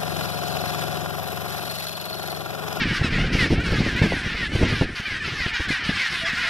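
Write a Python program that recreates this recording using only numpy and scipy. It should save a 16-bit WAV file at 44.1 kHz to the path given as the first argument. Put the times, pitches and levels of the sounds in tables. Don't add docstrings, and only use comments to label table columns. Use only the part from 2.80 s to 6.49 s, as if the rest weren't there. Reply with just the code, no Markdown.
import sys
import numpy as np
from scipy import signal
from scipy.fft import irfft
from scipy.io import wavfile
from scipy.ndimage import uniform_filter1d

SR = 44100
rng = np.random.default_rng(int(sys.argv[2]) if len(sys.argv) > 2 else 0)


def ratio(d):
    e = np.asarray(d, float) / 20
    return 10 ** e


def generate_wav(signal):
    frames = np.transpose(np.atleast_2d(signal))
    scaled = np.clip(frames, -1, 1) * 32767
    pcm = np.round(scaled).astype(np.int16)
    wavfile.write(sys.argv[1], SR, pcm)


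N = 162729


def evened(x):
    return x / np.sqrt(np.mean(x ** 2) + 1e-20)


def add(mix, s, sound):
    at = round(s * SR)
    sound = sound[max(-at, 0):]
    part = mix[max(at, 0):][:len(sound)]
    part += sound[:len(part)]


def curve(points):
    return np.interp(np.arange(N) / SR, *np.transpose(points))


def smooth_wander(shape, size):
    return evened(uniform_filter1d(uniform_filter1d(rng.standard_normal(shape), size=size), size=size))


def colour(x, points):
    hz = np.fft.rfftfreq(4096, 1 / SR) + 1
    f, db = np.transpose(points)
    octaves_below = np.maximum(np.log2(f[0] / hz), 0)
    gain = ratio(np.interp(np.log(hz), np.log(f), db) - 18 * octaves_below)
    taps = np.roll(irfft(gain), 2048) * np.hanning(4096)
    return signal.oaconvolve(x, taps / np.linalg.norm(taps), "same")


def band(x, order, low_hz, high_hz):
    return signal.sosfilt(signal.butter(order, [low_hz, high_hz], "band", fs=SR, output="sos"), x)


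def tail(t60):
    taps = np.zeros(SR // 2)
    at = np.arange(150, SR // 2 - 30, 22)
    sign = rng.choice([-1., 1.], len(at))
    taps[at + rng.integers(0, 22, len(at))] = sign * ratio(-60 * at / SR / t60)
    return taps / np.linalg.norm(taps)


def patchy(x):
    z = signal.stft(x, nperseg=512)[2]
    field = uniform_filter1d(rng.standard_normal(z.shape), size=14, axis=0)
    field = evened(uniform_filter1d(field, size=7, axis=1))
    return signal.istft(z * ratio(2.6 * field), nperseg=512)[1][:N]


RISE_S, FALL_S, FADE_DB = 0.022, 0.018, -1


def shape(length, rise=RISE_S):
    t = np.arange(0, length + FALL_S, 1 / SR)
    release = np.clip((length + FALL_S - t) / (2 * FALL_S), 0, 1)
    ramp = np.minimum(t / rise, 1) * release
    return t, np.sin(np.pi / 2 * ramp) ** 2 * ratio(FADE_DB * t / length)


JITTER = 0.07


def syllable(length, db, hz, glide, rough, ring=0., order=4, rise=RISE_S):
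    t, env = shape(length, rise)
    noise = np.random.default_rng(rng.integers(1 << 30)).standard_normal((2, len(t)))
    f = hz * (1 + glide * t) * (1 + JITTER * rough * evened(uniform_filter1d(noise[0], size=200)))
    turns = np.cumsum(f) / SR + rng.random()
    top = int(15000 / hz) + .5
    pulses = evened(np.sin(2 * np.pi * top * turns) / (np.sin(np.pi * turns) + 1e-9) - 1)
    phase = 2 * np.pi * order * turns
    ringing = 2 * np.cos(phase) + .6 * np.cos(2 * phase)
    unsteady = 1 + rough * evened(uniform_filter1d(noise[1], size=120))
    pulses = pulses + ring * np.sqrt(hz / 15000) * ringing * unsteady
    puffs = (0.067 + np.exp(-(turns % 1) / 0.24)) * noise[1]
    return ratio(db) * env * evened((1 - rough) * pulses + rough * evened(puffs))


# (f/Hz, level/dB)
AIR = [(3000, -11), (5500, -3.5), (6900, -10.5), (9000, -8), (11000, -22.5), (14500, -28), (15700, -38)]


def air():
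    flicker_db = 2.5 * smooth_wander(N, 1500)
    return ratio(-57 + flicker_db) * patchy(colour(rng.standard_normal(N), AIR))


# (t/s, level/dB)
GUST = [(0, -28.5), (.3, -29.5), (.42, -21.5), (.6, -21.5), (.95, -22.5), (1.12, -23.5), (1.45, -30),
        (1.65, -32.5), (1.88, -18.5), (2.0, -27), (2.12, -32.5), (2.26, -45), (2.36, -33.5), (2.6, -34),
        (2.75, -43.5), (3.05, -38), (3.22, -39.5), (3.69, -39)]
# (f/Hz, level/dB)
RUMBLE = [(8.8, -48), (15, 6), (55, 0), (170, -0.5), (375, -9.5), (510, -16.5), (1060, -30), (1600, -48),
          (3300, -100)]


def gusts():
    lump_db, lumps_per_s, flicker_db, calm_db = 3, 320, 3.5, -2
    size = ratio(lump_db * np.minimum(rng.exponential(1, N), 5))
    lumps = size * (rng.random(N) < lumps_per_s / SR) * rng.choice([-1., 1.], N)
    flicker = smooth_wander(N, 900)
    rumble = evened(colour(evened(lumps) + 1.1 * rng.standard_normal(N), RUMBLE))
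    return ratio(curve(GUST) + calm_db + flicker_db * flicker) * rumble


# (t/s, peak level/dB, f/Hz)
BUFFETS = [(0.018, -17.5, 169), (0.212, -9, 96), (0.246, -10, 165), (.385, -15.5, 176), (0.55, -11.5, 135),
           (0.656, -15.5, 200), (.85, -38, 70), (.872, -22, 80), (.925, -16, 120), (0.986, -13, 90),
           (1.545, -22.5, 59.5), (1.626, -23, 70), (2.02, -14, 260), (2.31, -26, 85.4), (2.599, -25, 50.4),
           (2.729, -33.5, 49), (0.705, -8.5, 121), (0.728, -11.5, 338), (0.779, -11.5, 97),
           (1.006, -7.5, 145), (1.065, -13, 270), (1.217, -4.5, 99), (1.239, -7, 171), (1.261, -13, 250),
           (1.324, -8, 475), (1.75, -10.5, 83), (1.811, -9.5, 119), (1.828, -5, 69.6), (2.011, -7.5, 97),
           (2.196, -24.5, 92), (2.478, -21, 133), (2.661, -16.5, 110), (2.797, -18.5, 58),
           (2.904, -17, 187), (3.093, -12.5, 220), (3.328, -24.5, 131), (3.435, -27, 141)]


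def buffets():
    cycles, puff_db, puff_s = 1.37, -11.5, 0.0058
    out, t = np.zeros(N), np.arange(2600) / SR
    puff = colour(rng.standard_normal(N) ** 3, [(150, 3), (330, -0.5), (900, -13.5), (3000, -61)])
    puff = evened(puff)
    puff_env = ratio(puff_db) * t / puff_s * np.exp(1 - t / puff_s)
    for (s, db, hz), side in zip(BUFFETS, rng.choice([-1., 1.], 60)):
        window = np.sin(np.pi * np.minimum(t * hz / cycles, 1)) ** 2
        swing = side * np.sin(2 * np.pi * hz * t) * window
        add(out, s - .003, ratio(db) * (swing + puff[round(s * SR):][:2600] * puff_env))
    return out


SAG_PER_S, CLIMB_PER_S = -2.3, 3.2
# (f/Hz, level/dB)
DIN = [(350, -66), (700, -11), (1200, -9.5), (1650, 2.5), (2200, -1.5), (5300, -17), (7200, -39),
       (15600, -72)]
# (t/s, level/dB)
DIN_LEVEL = [(0, -26), (.3, -31), (.5, -31), (.8, -34.5), (1.15, -31.5), (1.5, -31), (1.7, -36), (1.9, -31),
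             (2.1, -36), (2.4, -32), (2.7, -30.5), (3.0, -29.5), (3.4, -31.5), (3.69, -25)]


def din():
    calls, spread_db, rough, ring = 230, 3.5, .1, .5
    out = np.zeros(N)
    for k, (a, b, c, d, e) in enumerate(rng.random((calls, 5))):
        glide = (SAG_PER_S if d > .4 else CLIMB_PER_S) * (.7 + .7 * e)
        db = -spread_db * np.log(e * 0.74 + 0.13)
        sound = syllable(0.056 + .05 * b, db, 380 + 300 * c, glide, rough, ring, order=3 + k % 3)
        add(out, (k + a) * N / SR / calls - .03, sound)
    far = out + .6 * signal.oaconvolve(out, tail(0.3))[:N]
    return ratio(curve(DIN_LEVEL)) * evened(colour(far, DIN))


# (t/s, peak level/dB, f/Hz)
TICKS = [
    (.9206, -23, 4200),
    (1.068, -44, 11000),
    (1.168, -41, 13000),
    (1.257, -43, 10000),
    (2.9058, -39, 10000),
]


def ticks():
    out, t = np.zeros(N), np.arange(300) / SR
    for s, db, hz in TICKS:
        ringing = np.sin(2 * np.pi * hz * t) + 0.16 * rng.standard_normal(300)
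        add(out, s, ratio(db - 60 * t / 0.0046) * ringing)
    return out


# (t/s, length/s, level/dB, first f/Hz, last f/Hz)
CRIES = [(.17, .06, -36, 1350, 1750), (.235, .035, -35, 1750, 1300), (.385, .045, -36, 2800, 2800),
         (.61, .05, -36, 4100, 3400), (.615, .04, -39, 5200, 4300), (.8, .03, -35, 1350, 1600),
         (.858, .025, -32, 1560, 1400), (.868, .015, -33, 2750, 2720), (.9, .02, -34, 1620, 1520),
         (.96, .03, -33, 1680, 1620), (1.085, .05, -34, 1780, 1600), (1.16, .055, -31, 1790, 2200),
         (1.222, .055, -30, 1900, 1550), (1.222, .03, -33, 2350, 2150), (2.69, .02, -33, 2350, 2400),
         (2.74, .05, -35, 3420, 3150), (2.8, .07, -35, 1920, 1800), (2.886, .018, -26, 1750, 1650),
         (2.89, .05, -32, 2150, 1900), (2.91, .045, -32, 2420, 2330), (3.125, .02, -32, 1620, 1560),
         (3.165, .02, -33, 1720, 1640), (3.19, .055, -30, 2200, 2350), (3.25, .045, -32, 1800, 1650),
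         (3.47, .05, -33, 2850, 2550), (3.525, .04, -33, 1800, 1620), (3.57, .05, -34, 1400, 1500),
         (3.67, .03, -30, 1950, 1980)]


def cries():
    rise_s, ring, rough, extra_db = .006, 4, .2, 2.5
    out = np.zeros(N)
    for s, length, db, hz, end_hz in CRIES:
        glide = (end_hz / hz - 1) / length
        sound = syllable(length, db + extra_db, hz / 4, glide, rough, ring, rise=rise_s)
        add(out, s - rise_s / 2, sound)
    return band(out, 2, 900, 5000)


# (t/s, length/s, level/dB, first f/Hz, last f/Hz)
COOS = [
    (3.405, 0.075, -37.5, 670, 707),
    (3.62, 0.085, -44, 748, 610),
]


def coos():
    out = np.zeros(N)
    for s, length, db, hz, end_hz in COOS:
        t, env = shape(length)
        waver = evened(uniform_filter1d(rng.standard_normal(6000), size=400))[:len(t)]
        dip = 1 - 0.041 * np.sin(np.pi * t / length) + 0.012 * waver
        f = (hz + (end_hz - hz) * t / length) * dip
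        add(out, s, ratio(db) * env * np.sin(2 * np.pi * np.cumsum(f) / SR))
    return out


# (t/s, length/s, level/dB, treble level/dB)
BARKS = [(0.077, 0.067, -32, 2), (0.134, 0.062, -26.5, 0), (0.24, 0.065, -30.5, -6),
         (0.308, 0.19, -32.5, -4), (0.53, 0.16, -27.5, 5.5), (0.695, 0.069, -31.5, 4),
         (.84, 0.2, -29.5, -4), (1.037, 0.072, -30.5, -4), (1.113, 0.062, -35, -2),
         (1.262, 0.17, -34.5, 8.5), (1.438, 0.11, -31.5, -13), (1.549, 0.14, -35.5, 7),
         (1.736, 0.096, -31, 8), (1.813, 0.11, -30.5, -13), (1.886, 0.17, -33, 9), (2.158, 0.067, -31.5, 3),
         (2.224, 0.17, -38, 10), (2.446, 0.15, -33, -1), (2.584, 0.13, -30, -0.5), (2.74, 0.13, -34.5, -1),
         (2.89, 0.11, -34, 10), (3.043, 0.092, -28.5, -1), (3.139, 0.16, -28.5, -8), (3.301, 0.15, -29, 5),
         (3.457, 0.069, -27, -14), (3.552, 0.2, -30.5, 2)]
# (f/Hz, level/dB)
RASP = [(800, -19), (1250, -3.5), (2000, -3.5), (2800, -2), (5300, -10), (7200, -25.5), (10500, -34),
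        (15600, -46)]


def barks():
    pitch_hz, treble_hz, rough, ring = 299.6, 8100, .3, .5
    out = np.zeros(N)
    for s, length, db, treble_db in BARKS:
        for late, a, b in rng.random((2, 3)) * [[0, 1, 1], [.3, 1, 1]]:
            glide = SAG_PER_S * (.3 + .7 * b)
            sound = syllable(length * (1 - late), db - 7.0, pitch_hz * (1 + a), glide, rough, ring,
                             order=round(6.5 - 3 * a), rise=RISE_S / 2)
            low = treble_hz * (1 + 0.26 * b)
            edge = band(sound, 1, low, 1.23 * low)
            add(out, s - RISE_S / 2 + late * length, sound + edge * ratio(treble_db))
    return colour(out, RASP)


# (f/Hz, level/dB)
THROAT = [(500, -15), (1100, -6), (1600, 3.5), (2300, 5.5), (3000, 1.5), (5200, -7), (7000, -28),
          (15000, -52)]


def throat(x):
    return colour(x, THROAT)


BRAY_ROUGH = .1
# (t/s, length/s, level/dB, first f/Hz, last f/Hz)
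PEEPS = [
    (0.232, 0.045, -29, 1384, 1265),
    (1.721, 0.069, -36, 1462, 1585),
    (2.227, 0.048, -35.5, 1500, 1560),
    (2.445, 0.016, -25, 1446, 1350),
    (3.451, 0.025, -23.5, 1760, 1660),
]


def peeps():
    out = np.zeros(N)
    for s, length, db, hz, end_hz in PEEPS:
        sound = syllable(length, db, hz, (end_hz / hz - 1) / length, BRAY_ROUGH)
        add(out, s - RISE_S / 2, sound)
    return throat(out)


# (t/s, length/s, level/dB, first f/Hz)
CHANT = [(.325, .075, -36, 540), (.59, .08, -27.5, 540), (1.03, .085, -36, 545), (1.29, .1, -36, 555),
         (1.595, .085, -34, 530), (1.865, .06, -35, 550), (2.255, .04, -33, 625), (2.3, .075, -36, 555),
         (2.595, .085, -36, 550), (2.9, .09, -33, 550), (3.19, .1, -32, 570), (3.47, .09, -36, 570)]


def chant():
    sag_per_s, rough, ring = -2.4, .14, 1.2
    out = np.zeros(N)
    for s, length, db, hz in CHANT:
        add(out, s - RISE_S / 2, syllable(length, db, hz, sag_per_s, rough, ring))
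    return throat(out)


# (t/s, length/s, level/dB, first f/Hz, last f/Hz)
BRAYS = [(0.0, 0.052, -25.5, 505, 407), (0.752, 0.094, -32.5, 414.4, 499.6), (0.845, 0.06, -35, 578, 534),
         (1.158, 0.06, -28, 447, 550), (1.218, .058, -32.5, 475, 388), (1.57, 0.033, -31, 503, 489),
         (1.906, 0.13, -36, 633, 552), (2.458, .06, -34, 470, 401), (2.735, 0.055, -29, 490, 468),
         (3.571, 0.068, -30, 461, 506), (3.632, 0.06, -31, 520, 458.5)]


def brays():
    out = np.zeros(N)
    for s, length, db, hz, end_hz in BRAYS:
        sound = syllable(length, db, hz, (end_hz / hz - 1) / length, BRAY_ROUGH)
        if hz < end_hz:
            sound = signal.sosfilt(signal.butter(2, 3320, fs=SR, output="sos"), sound)
        add(out, s - RISE_S / 2, sound)
    return throat(out)


def scene():
    near = brays() + chant() + peeps() + coos() + patchy(barks()) + ticks()
    echoes = ratio(-8) * signal.oaconvolve(near, tail(.1))[:N]
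    overload = .5
    wind = overload * np.tanh((gusts() + buffets()) / overload)
    mono = near + echoes + din() + wind + cries() + air()
    return np.array([mono, mono])


def band_limit(x):
    return signal.sosfilt(signal.butter(12, 15720, fs=SR, output="sos"), x)


def record(dry):
    return band_limit(dry)


dry = scene()
out = record(dry)
generate_wav(out)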